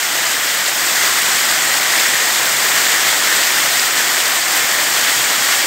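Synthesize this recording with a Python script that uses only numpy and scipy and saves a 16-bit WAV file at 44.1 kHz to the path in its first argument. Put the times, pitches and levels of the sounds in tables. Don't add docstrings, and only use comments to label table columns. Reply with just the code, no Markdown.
import sys
import numpy as np
from scipy import signal
from scipy.fft import rfft, irfft, next_fast_len
from scipy.io import wavfile

SR = 44100
rng = np.random.default_rng(int(sys.argv[2]) if len(sys.argv) > 2 else 0)


def unload_wav(signal):
    wavfile.write(
        sys.argv[1],
        SR,
        np.round(np.clip(np.atleast_2d(signal).T, -1, 1) * 32767).astype(np.int16),
    )


N = 249606
TIME_S = np.arange(N) / SR
BINS_HZ = np.arange(N // 2 + 1) * SR / N

CHURN_HZ, BUBBLING_HZ, SPRAY_HZ = 830, 1800, 3600


def from_db(db):
    return 10 ** (np.asarray(db) / 20)


def rms_one(x):
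    return x / np.sqrt(np.mean(x ** 2) + 1e-20)


def drift(rate_hz):
    step = 40
    warm_up = 2000
    pole = np.exp(-2 * np.pi * rate_hz * step / SR)
    noise = rng.standard_normal(N // step + 2 + warm_up)
    slow = signal.lfilter([1], [1, -2 * pole, pole * pole], noise)[warm_up:]
    return np.interp(np.arange(N) / step, np.arange(len(slow)), rms_one(slow))


def ring(clicks, hz, t60_s):
    radius = from_db(-60 / (t60_s * SR))
    angle = 2 * np.pi * hz / SR
    poles = [1, -2 * radius * np.cos(angle), radius * radius]
    return signal.lfilter([.5, 0, -.5], poles, clicks + 1e-18)


def impacts(per_s, spread_db):
    sizes = from_db(spread_db * np.minimum(rng.exponential(1, N), 4))
    signs = rng.choice([-1, 1], N)
    lands = rng.random(N) < per_s / SR
    return sizes * signs * lands


def rush(patchy_db, patchy_hz, count=18):
    edges_hz = np.geomspace(40, 18000, count + 1)
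    band = np.searchsorted(edges_hz[1:-1], BINS_HZ)
    white = rfft(rng.standard_normal(N))
    foam = np.zeros(N)
    for k in range(count):
        foam += irfft(white * (band == k), N) * from_db(patchy_db * drift(patchy_hz))
    return rms_one(foam)


def bubbles(per_s, cycles, spread_db, clump_db, count=64):
    out = np.zeros(N)
    cloud = from_db(clump_db * drift(12))
    for hz in np.geomspace(170, 9000, count):
        births = impacts(per_s * cloud * hz / BUBBLING_HZ / count, spread_db)
        out += np.sqrt(hz) * rms_one(ring(births, hz, cycles / hz))
    return rms_one(out)


def spray(per_s, spread_db, clump_db, clump_hz):
    showers = from_db(clump_db * drift(clump_hz))
    return rms_one(impacts(per_s * showers, spread_db))


# start in seconds, pitch in Hz, level in dB.
SLAPS = [(1.220, 7700, 0), (1.999, 3800, -3), (2.276, 1800, -8), (2.791, 1800, -8), (3.317, 1850, -7),
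         (3.603, 3200, -7), (3.797, 4900, 1), (4.281, 7300, -6), (5.075, 3500, -6)]


def slaps(cycles):
    out = np.zeros(N)
    for start_s, hz, db in SLAPS:
        click = np.arange(N) == round(start_s * SR)
        out += ring(from_db(db) * click, hz, cycles / hz)
    return out


# frequency in Hz, gain in dB.
POOL = [(25, -47), (48, -38.5), (72, -21), (95, -19.5), (128, -5), (170, -8), (250, -6), (340, -2),
        (430, -3.5), (720, 2.5), (1000, 1.5)]
# frequency in Hz, gain in dB.
SHEET = [(1300, 3), (1880, 4.5), (2650, -0.5), (3400, 1.15), (3900, -1.44), (4800, -0.25), (6000, -2.5),
         (7300, 0.96), (8500, -1.2), (9800, -11.5), (11000, -10.5), (12500, -5), (15700, -7)]


def pool_and_sheet(water):
    hz, gain_db = np.transpose(POOL + SHEET)
    size = next_fast_len(N + SR // 10)
    bins_hz = np.maximum(np.arange(size // 2 + 1) * SR / size, 1)
    gain = from_db(np.interp(np.log(bins_hz), np.log(hz), gain_db))
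    return irfft(rfft(water, size) * gain, size)[:N]


# centre in seconds, length in seconds, change of the whole fall in dB,
# further change of its bubbling in dB.
GUSHES = [(1.047, .12, 1.6, 2), (1.96, 0.14, 1, .8), (2.78, .1, 0.3, 2), (3.074, .1, 0.3, 1.5),
          (3.326, 0.11, 0, 1), (4.44, 0.1, -2.5, 0), (4.575, .1, 1.5, -1), (5.523, 0.092, 1.1, 1.8)]


def gushes():
    whole, bubbling = np.zeros(N), np.zeros(N)
    for centre_s, length_s, whole_db, bubbling_db in GUSHES:
        swell = np.cos(np.pi * np.clip((TIME_S - centre_s) / length_s, -.5, .5)) ** 2
        whole += whole_db * swell
        bubbling += bubbling_db * swell
    return whole, bubbling


# time in seconds, level in dB.
LOUDNESS = [(0, -16.5), (.7, -16), (1.0, -14.5), (1.65, -14.5), (2.0, -14.5), (3.3, -14), (4.2, -14.5),
            (5.66, -14.3)]
CHURN_DB, BUBBLING_DB, SPRAY_DB = -0.52, 2.5, 2.5
SURGE_DB, SURGE_RATE_HZ = 0.12, 13
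CHURN_FLUTTER_DB, BUBBLING_FLUTTER_DB, SPRAY_FLUTTER_DB, FLUTTER_RATE_HZ = 0.46, 0.1, 0.32, 22


def surging(water):
    gush_db, bubbling_gush_db = gushes()
    slow_db = np.interp(TIME_S, *np.transpose(LOUDNESS))
    flow_db = slow_db + gush_db + SURGE_DB * drift(SURGE_RATE_HZ)
    churn_db = CHURN_DB + CHURN_FLUTTER_DB * drift(FLUTTER_RATE_HZ)
    bubbling_db = BUBBLING_DB + BUBBLING_FLUTTER_DB * drift(FLUTTER_RATE_HZ) + bubbling_gush_db
    spray_db = SPRAY_DB + SPRAY_FLUTTER_DB * drift(FLUTTER_RATE_HZ)

    log_bins = np.log(np.maximum(BINS_HZ, 1))
    centres = np.log([CHURN_HZ, BUBBLING_HZ, SPRAY_HZ])
    spectrum, out = rfft(water), np.zeros(N)
    for share, level_db in zip(np.eye(3), [churn_db, bubbling_db, spray_db]):
        part = irfft(spectrum * np.interp(log_bins, centres, share), N)
        out += part * from_db(flow_db + level_db)
    return out


def scene():
    foam = from_db(-3.0) * rush(patchy_db=.5, patchy_hz=6.3)
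    ringing = from_db(-8) * bubbles(per_s=9000, cycles=35.0, spread_db=3.5, clump_db=1.65)
    patter = from_db(-5.5) * spray(per_s=11000, spread_db=2.5, clump_db=2.5, clump_hz=42)
    fall = pool_and_sheet(foam + ringing + patter)
    water = surging(fall) + slaps(cycles=18)
    return np.array([water, water])


# frequency in Hz, Gaussian half-width in Hz, lift in dB.
PORTS = [(1943, 210, 4), (9700, 216, 5)]
CUTOFF_HZ = 15720


def record(dry):
    sides = []
    for side, (hz, width_hz, db) in zip(dry, PORTS):
        detune = (BINS_HZ - hz) / width_hz
        lift_db = db * np.exp(-detune ** 2 / 2)
        port = from_db(lift_db * (1 - 1j * detune))
        sides.append(irfft(rfft(side) * port, N))
    low_pass = signal.ellip(14, .1, 90, CUTOFF_HZ, fs=SR, output="sos")
    return signal.sosfilt(low_pass, sides)


dry = scene()
out = record(dry)
unload_wav(out)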